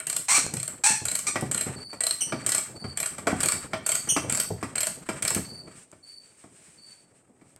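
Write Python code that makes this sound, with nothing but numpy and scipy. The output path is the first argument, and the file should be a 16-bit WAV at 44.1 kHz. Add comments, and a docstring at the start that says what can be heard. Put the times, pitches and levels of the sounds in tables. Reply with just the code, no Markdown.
"""Ratchet on a rusty bolt

Small garage, one microphone: a socket ratchet backs a bolt out of a bracket on a vehicle's plastic body.
Noise bursts through resonances make the pawl's clicks, socket knocks and panel thuds; bare bursts make dry
ticks; pulse trains make the thread squeak; shaped noise is hand and arm rubbing, then trousers brushing as
the worker lets go and steps round. A cricket nearby chirps in sagging tones, over faint steady air noise.
"""
import sys
import numpy as np
from scipy import signal
from scipy.fft import rfft, irfft, next_fast_len
from scipy.io import wavfile
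from scipy.ndimage import uniform_filter1d

SR = 44100
rng = np.random.default_rng(int(sys.argv[2]) if len(sys.argv) > 2 else 0)


def dump(signal):
    """Clip the signal to [-1, 1] and save it as 16-bit WAV at the path in sys.argv[1]."""
    limited = np.clip(np.atleast_2d(signal).T, -1, 1)
    pcm = np.round(limited * 32767).astype(np.int16)
    wavfile.write(sys.argv[1], SR, pcm)


N = 334719
TIME = np.arange(N) / SR
CUTOFF_HZ = 16200

# All event levels below are before the trims (snap_db, tap_db ...) in each function's arguments.
# socket taking up its slack against the bolt head: start_s, level_db, treble_db
SLACK_KNOCKS = [(0.376, -28.5, -54), (1.357, -20, -27.5), (1.93, -35, -37), (2.323, -22, -36),
                (2.842, -34.5, -62), (3.182, -34, -27), (3.27, -16, -20.5), (3.304, -27, -38),
                (3.733, -21.5, -32), (4.074, -34.5, -30), (4.164, -17.5, -21), (4.628, -23.5, -32.5),
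                (5.089, -21.5, -25.5), (5.368, -29.5, -48), (5.675, -44, -59), (5.927, -46.5, -51),
                (6.439, -47, -57), (7.294, -67, -66), (7.413, -55.5, -60)]
# ring of the steel ratchet head: pitch_hz, width_hz, level_db (above the snap)
HEAD_RING = [(7050, 79, -1.5), (6900, 120, -19), (7626, 83, 18.5), (8297, 410, 17), (11290, 400, 8),
             (12980, 300, 5)]
# ring of bolt and bracket: pitch_hz, width_hz, level_db (above the blow)
BRACKET_RING = [(655, 70, 15.5), (860, 190, 6), (1072, 14, 7), (1162, 64, 8.5), (1392, 89, 4.5),
                (1790, 41, -17.5), (1943, 11, 14), (2160, 19, 2.5), (2313, 120, 10.5), (2695, 19, 9.5),
                (3166, 200, 12)]
# colour of steel snapping on steel: pitch_hz, level_db (per Hz)
SNAP_COLOUR = [(1000, -29.5), (3000, -9.5), (4500, -2), (6000, -4), (8000, 2), (9000, 0), (10000, -4.5),
               (12500, -9.5), (16000, -22.5)]
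# dull colour of the leaned-on or struck panel: pitch_hz, level_db (per Hz)
RUMBLE_COLOUR = [(25, -20.5), (50, -19.5), (85, -3.5), (130, 1.5), (260, -2), (450, -7), (900, -14),
                 (3000, -64)]


def from_db(db):
    """Decibels to gain."""
    return 10 ** (np.asarray(db) / 20)


def rms_one(x):
    """Scale to unit rms."""
    return x / np.sqrt(np.mean(x ** 2) + 1e-20)


def peak_one(x, size):
    """Scale so that the loudest stretch of `size` samples has unit rms."""
    return x / np.sqrt(uniform_filter1d(x ** 2, size).max() + 1e-20)


def at_hz(points, hz):
    """Read a table on a log-frequency axis."""
    f, value = np.transpose(points)
    return np.interp(np.log(np.maximum(hz, 1)), np.log(f), value)


def add(out, s, sound):
    """Mix a sound in at time s."""
    i = max(int(s * SR), 0)
    out[i:i + len(sound)] += sound[:max(N - i, 0)]


def drift(rate, size):
    """Random line through `rate` points a second, within +-2 and with a spread of about 1."""
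    knots = np.arange(size) * rate / SR
    return np.interp(knots, np.arange(size), rng.uniform(-2, 2, size))


def colour(x, spectrum, modes=(), vary_db=0):
    """Causal filter: a smooth spectrum with resonances, each excited with a strength of its own."""
    size = next_fast_len(len(x) + 4096) * 2
    hz = np.arange(size // 2 + 1) * SR / size
    power = np.ones(len(hz))
    for centre, width, db in modes:
        peak = from_db(db + vary_db * rng.standard_normal()) ** 2
        power += peak / (1 + (2 * (hz - centre) / width) ** 2)
    cepstrum = irfft(np.log(from_db(at_hz(spectrum, hz)) * np.sqrt(power)))
    # minimum phase: nothing sounds before its cause
    cepstrum[1:size // 2] *= 2
    cepstrum[size // 2 + 1:] = 0
    response = np.exp(rfft(cepstrum))
    return irfft(rfft(x, size) * response)[:len(x)]


def burst(t60, size, delay=0):
    """A rough burst: noise that starts after `delay` and falls by 60 dB in t60 seconds."""
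    t = TIME[:size] - delay
    return rng.standard_normal(size) * (t >= 0) * from_db(-60 * np.abs(t) / t60)


def garage(x, wet_db, build_s):
    """Direct sound plus a diffuse tail that builds up and dies band by band."""
    # garage reverberation: pitch_hz, t60_s
    decay_times = [(100, 0.42), (500, 0.21), (2000, 0.35), (5000, 0.42), (8500, 0.33), (15000, 0.39)]
    t, tail = TIME[:SR * 3 // 4], 0
    white, hz = rfft(rng.standard_normal(len(t))), np.fft.rfftfreq(len(t), 1 / SR)
    edges = np.geomspace(30, SR / 2, 13)
    for low, high in zip(edges, edges[1:]):
        band = irfft(white * (hz >= low) * (hz < high), len(t))
        tail = tail + band * from_db(-60 * t / at_hz(decay_times, np.sqrt(low * high)))
    tail = tail * (1 - np.exp(-t / build_s))
    return x + from_db(wet_db) * signal.fftconvolve(x, tail / np.linalg.norm(tail))[:N]


def background_air(level_db=-66.5):
    """Faint steady background: noise of one fixed colour."""
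    # pitch_hz, level_db (per Hz)
    air_colour = [(25, -16.5), (60, -4), (120, 1.5), (300, 3.5), (700, -1.5), (1500, -18), (2300, -20.5),
                  (3200, -40.5), (6500, -30.5), (8300, -11), (10500, -32), (16000, -39.5)]
    return from_db(level_db) * rms_one(colour(rng.standard_normal(N), air_colour))


def handling(rumble_db=-1.5, scuff_db=-6.0, lumpy_db=5.5, grain_db=5.5):
    """Hand and arm lean and rub on the panel; harder pressure raises rumble and scuff together."""
    # pressure of hand and arm on wrench and panel, as rubbing level: time_s, level_db
    pressure = [(0, -57.5), (0.55, -49), (1.0, -54), (1.72, -42.5), (1.95, -61), (2.45, -44.5),
                (3.1, -54.5), (3.4, -37.5), (3.9, -52), (4.3, -42), (4.95, -50.5), (5.4, -40.5),
                (5.55, -57), (5.75, -52.5), (6.0, -77), (6.45, -66), (7.2, -71), (7.5, -64.5)]
    # colour of the rubbing: pitch_hz, level_db (per Hz)
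    scuff_colour = [(250, 3), (600, -19), (1200, 8.5), (2300, 2.5), (3500, -8), (6500, -10), (8300, 9.5),
                    (10000, -12), (16000, -32)]
    pressure_db = np.interp(TIME, *np.transpose(pressure))
    rumble_level = from_db(rumble_db + lumpy_db * drift(40, size=N))
    rumble = rms_one(colour(rng.standard_normal(N), RUMBLE_COLOUR)) * rumble_level
    scuff_level = from_db(scuff_db + grain_db * drift(60, size=N))
    scuff = rms_one(colour(rng.standard_normal(N), scuff_colour)) * scuff_level
    return from_db(pressure_db) * (rumble + scuff)


def clicks():
    """Teeth pass evenly on each swing, the last one late as the hand brakes: (s, snap, bracket, ping dB)."""
    # return swings of the handle: start_s, teeth_count, tooth_s (per tooth), late_s (last tooth),
    # snap_db, bracket_db (passed into the bracket), ping_db (socket)
    swings = [(0.0687, 4, .030, .006, -15, -37, -36), (0.538, 5, .0306, .018, -16.5, -39, -37),
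              (1.0534, 4, .0305, .0073, -14, -35, -33), (1.5135, 4, .0324, 0, -12, -32, -31),
              (2.0062, 4, .0306, .0114, -11.5, -33, -25), (2.4634, 5, .0281, .005, -11.5, -32, -34),
              (2.9732, 4, .0282, .002, -14, -32, -37), (3.4049, 5, .027, .0077, -11.5, -30, -35),
              (3.8636, 4, .0274, .0054, -11.5, -30.5, -44), (4.2971, 5, .0256, 0, -11.5, -31.5, -43),
              (4.755, 5, .0255, .0126, -13, -31, -35), (5.2235, 5, .027, .016, -11.5, -31, -38)]
    # single clicks outside the even runs: start_s, snap_db
    lone_clicks = [(0.0014, -19.5), (1.1891, -19), (1.4092, -24)]
    lone_tap_db, lone_ping_db = -19, -23.5   # relative to the snap
    # the socket is still tight on the first tooth; the hand gathers force
    first_ping_db, snap_rise_db_per_tooth = -12.5, 0.35
    snap_spread_db, ping_spread_db = 1.4, 5   # from tooth to tooth
    rows = [(s, db, db + lone_tap_db, db + lone_ping_db) for s, db in lone_clicks]
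    for start, count, tooth_s, late_s, db, bracket_db, socket_db in swings:
        for k, (force, seating) in enumerate(rng.standard_normal((count, 2))):
            rows.append((start + k * tooth_s + late_s * (k == count - 1),
                         db + snap_rise_db_per_tooth * (k - count / 2) + snap_spread_db * force,
                         bracket_db + snap_spread_db * force,
                         socket_db + first_ping_db * (k == 0) + ping_spread_db * seating))
    return rows


def ratchet(snap_db=-6.5, tap_db=-1.0, ping_db=-5.0, snap_t60=0.0096, tap_t60=0.055, ping_t60=.025,
            ping_hz=4170, rebound_s=.0028, rebound_db=1.0):
    """The pawl snaps and rebounds at each click; the head rings, the socket pings, the bracket is tapped."""
    # colour of the tap passed to the bracket: pitch_hz, level_db (per Hz)
    tap_colour = [(150, -7), (500, -1.5), (900, -7), (1600, 5.5), (2500, -1), (3500, -10.5), (6000, -21)]
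    out, pings, t = np.zeros(N), np.zeros(N), TIME[:3000]
    for s, db, bracket_db, socket_db in clicks():
        rebound_gain = from_db(rebound_db + 2 * rng.standard_normal())
        rebound = rebound_gain * burst(snap_t60, size=3000, delay=rebound_s * rng.uniform(0.23, 1.4))
        snap = colour(burst(snap_t60, size=3000) + rebound, SNAP_COLOUR, HEAD_RING, vary_db=2.0)
        tap = colour(burst(tap_t60, size=6000), tap_colour, BRACKET_RING, vary_db=3.0)
        # the socket sits a little differently at every click
        seated_hz = ping_hz * (1 + 0.012 * rng.standard_normal())
        ping = np.sin(2 * np.pi * seated_hz * t) * from_db(-60 * t / ping_t60)
        add(out, s, from_db(db + snap_db) * peak_one(snap, size=130))
        add(out, s, from_db(bracket_db + tap_db) * peak_one(tap, size=400))
        add(pings, s, from_db(socket_db + ping_db) * peak_one(ping, size=400))
    return garage(out, wet_db=-2.0, build_s=0.002) + garage(pings, wet_db=-6.5, build_s=0.0015)


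def thread(squeak_db=-1.0, jitter=0.0736, wander=.04, flutter_db=2.0):
    """Stick-slip in the rusty thread: a pulse per slip, its rate gliding with the pull; rust adds wander, grit."""
    # thread sticking and slipping: start_s, hold_s, release_s, start_hz (slips per s),
    # full_hz (slips per s at full pull), held_db, unevenness (0-1), grit_db (relative to the slips)
    squeaks = [(0.283, 0.1, 0.044, 960, 1320, -19, 0.8, 2.5),
               (0.837, .038, 0.11, 770, 885, -16, 0.54, -3.5),
               (1.267, 0.015, 0.034, 1150, 1220, -22, 0.5, -2),
               (2.207, 0.0099, 0.05, 3100, 3020, -21.5, .45, -15.5),
               (4.088, 0.018, 0.066, 2900, 3130, -20, .55, -25)]
    # colour of a slip: pitch_hz, level_db (per Hz)
    slip_colour = [(300, -27.5), (800, 0), (1300, -1.5), (2500, -2), (3400, -10.5), (4600, -9),
                   (6000, -4.5), (7200, 0.5), (8700, 4.5), (10000, -11), (12500, -19), (16000, -40.5)]
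    # ring of the bolt shank while it squeaks: pitch_hz, width_hz, level_db (above the slip)
    shank_ring = [(2270, 160, 4), (2760, 450, -12.5), (4270, 190, 12), (5820, 130, 9.5), (7800, 200, 4.5),
                  (8400, 200, 6.5)]
    attack_s, onset_db, release_db = .005, -7.5, -23   # levels at start and end, relative to the hold
    sag = .07   # share by which the slip rate drops as the pull relaxes
    out = np.zeros(N)
    for s, hold_s, release_s, start_hz, full_hz, held_db, rough, grit_db in squeaks:
        end_s = hold_s + release_s
        t = np.arange(0, end_s, 1 / SR)
        hz = np.interp(t, [0, hold_s, end_s], [start_hz, full_hz, full_hz * (1 - sag)])
        attack = onset_db * np.maximum(1 - t / attack_s, 0)
        release = release_db * np.maximum(t - hold_s, 0) / release_s
        db = held_db + attack + release
        unevenness = jitter * drift(900, size=len(t)) + wander * drift(160, size=len(t))
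        phase = 2 * np.pi * np.cumsum(hz * (1 + rough * unevenness)) / SR
        slips = rms_one(sum(np.cos(k * phase) * (k * hz < CUTOFF_HZ) for k in range(1, 20)))
        grit = from_db(grit_db) * rng.standard_normal(len(t))
        squeak = colour(slips + grit, slip_colour, shank_ring)
        # level out the ringing, so that the pull and a light flutter set the loudness
        squeak /= np.sqrt(uniform_filter1d(squeak ** 2, size=400) + 1e-12)
        add(out, s, squeak * from_db(db + squeak_db + flutter_db * drift(300, size=len(t))))
    return garage(out, wet_db=-3.0, build_s=0.0004)


def knocks(blow_db=-3.5, clink_db=-8.0, blow_t60=0.086, clink_t60=0.1, ring_db=2.5):
    """The socket slams against the bolt head: the bracket rings and the wrench clinks."""
    # colour of the blow: pitch_hz, level_db (per Hz)
    blow_colour = [(100, -26), (300, 9), (700, -6), (1300, 2), (2200, -4.5), (3300, -18.5), (5000, -8),
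                   (12000, -36.5)]
    ringing = [(hz, width, mode_db + ring_db) for hz, width, mode_db in BRACKET_RING]
    out = np.zeros(N)
    for s, db, treble_db in SLACK_KNOCKS:
        blow = colour(burst(blow_t60, size=14000), blow_colour, ringing, vary_db=1.5)
        clink = colour(burst(clink_t60, size=4000), SNAP_COLOUR, HEAD_RING, vary_db=0.5)
        add(out, s, from_db(db + blow_db) * peak_one(blow, size=500))
        add(out, s, from_db(treble_db + clink_db) * peak_one(clink, size=400))
    return garage(out, wet_db=-4.5, build_s=0.0024)


def panel(thud_db=-4.0, thud_t60=0.075, width_hz=60, ring_db=5.5):
    """The plastic body gives with a dull, well damped thud under every bump and every knock of the socket."""
    # the forearm bumping the plastic panel: start_s, level_db, pitch_hz
    bumps = [(0.442, -33.5, 122), (0.537, -28, 310), (0.57, -29, 135), (0.904, -28.5, 228),
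             (1.016, -30.5, 312), (1.424, -20, 263), (1.547, -29, 220), (1.666, -22.5, 125),
             (1.761, -30, 236), (2.335, -24, 235), (2.845, -27.5, 334), (3.328, -15, 243),
             (4.244, -29.5, 131), (4.322, -29, 140), (4.504, -22.5, 165), (5.362, -20, 202)]
    usual_knock_db, follows = -16.5, 0.51   # share of a knock's extra force, in dB, that reaches the panel
    answer_db, answer_hz, lag_s = -26, 287, 0.00311   # panel's answer to a knock of usual_knock_db
    answers = [(s + lag_s, answer_db + follows * (db - usual_knock_db), answer_hz)
               for s, db, _ in SLACK_KNOCKS]
    out = np.zeros(N)
    for s, db, hz in bumps + answers:
        thud = colour(burst(thud_t60, size=9000), RUMBLE_COLOUR, [(hz, width_hz, ring_db)])
        add(out, s, from_db(db + thud_db) * peak_one(thud, size=300))
    return garage(out, wet_db=-3.5, build_s=0.0081)


def ticks(tick_db=0.0, tick_t60=0.0055):
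    """Single dry ticks, very short and sharp, without any room."""
    # tiny dry ticks: start_s, level_db
    tick_events = [(0.4649, -19.5), (5.9163, -40.5), (7.5622, -40.5)]
    # pitch_hz, level_db (per Hz)
    tick_colour = [(500, 6), (3000, -8), (9000, 7.5), (16000, -24)]
    out = np.zeros(N)
    for s, db in tick_events:
        tick = colour(burst(tick_t60, size=1000), tick_colour)
        add(out, s, from_db(db + tick_db) * peak_one(tick, size=44))
    return out


def cricket(start_hz=4640, fall_hz=290, first_flat_hz=70, period_s=0.043, stroke_s=0.0258,
            first_db=-5.5, second_db=-12.0, third_db=-31.5, level_db=-0.5):
    """Four wing strokes a chirp, the first weaker and flatter; each tone sags as the wing slows."""
    # start_s, level_db
    chirps = [(1.757, -38.5), (2.271, -45), (2.751, -39.5), (3.422, -40.5), (3.847, -39), (4.311, -41.5),
              (5.442, -40), (6.026, -43), (6.772, -47)]
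    out, u = np.zeros(N), np.arange(0, 1, 1 / (stroke_s * SR))   # u: share of the stroke done
    for s, db in chirps:
        for k in range(4):
            hz = start_hz - fall_hz * u ** 2 - first_flat_hz * (k == 0) + 20 * drift(340, size=len(u))
            phase = 2 * np.pi * np.cumsum(hz) / SR
            overtones = from_db(second_db) * np.sin(2 * phase) + from_db(third_db) * np.sin(3 * phase)
            tone = np.sin(phase) + overtones
            stroke = tone * np.sin(np.pi * u)
            add(out, s + k * period_s, stroke * from_db(db + level_db + first_db * (k == 0)))
    return garage(out, wet_db=2.0, build_s=0.0037)


def trousers(rustle_db=0.0, flutter_db=2.5, rise_db_per_s=83, fall_db_per_s=89):
    """Cloth slides over cloth in soft swells, step by step."""
    # trouser legs brushing as the worker steps round the vehicle: peak_s, level_db
    swishes = [(5.78, -53), (6.12, -58.5), (6.27, -60.5), (6.43, -52.5), (6.66, -50), (6.899, -53),
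               (7.181, -66.5), (7.5, -66.5)]
    # pitch_hz, level_db (per Hz)
    cloth_colour = [(400, -24), (1200, -10.5), (2300, -6.5), (3600, -14), (6500, -11), (8500, 3.5),
                    (10500, -19.5), (16000, -34.5)]
    swells = [db - np.maximum(rise_db_per_s * (s - TIME), fall_db_per_s * (TIME - s)) for s, db in swishes]
    flutter = from_db(rustle_db + flutter_db * drift(30, size=N))
    level = np.linalg.norm(from_db(swells), axis=0) * flutter
    return rms_one(colour(rng.standard_normal(N), cloth_colour)) * level


def scene():
    """All sources at one microphone over a faint steady background."""
    wrench = ratchet() + thread() + knocks()
    worker = handling() + panel() + trousers()
    return (background_air() + wrench + worker + ticks() + cricket())[None]


def record(dry):
    """The loudest peaks are rounded off, then the top is cut steeply."""
    ceiling = .48
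    rounded = ceiling * np.tanh(dry / ceiling)
    top_cut = signal.ellip(10, .1, 80, CUTOFF_HZ, fs=SR, output="sos")
    return signal.sosfilt(top_cut, rounded)


dry = scene()
out = record(dry)
dump(out)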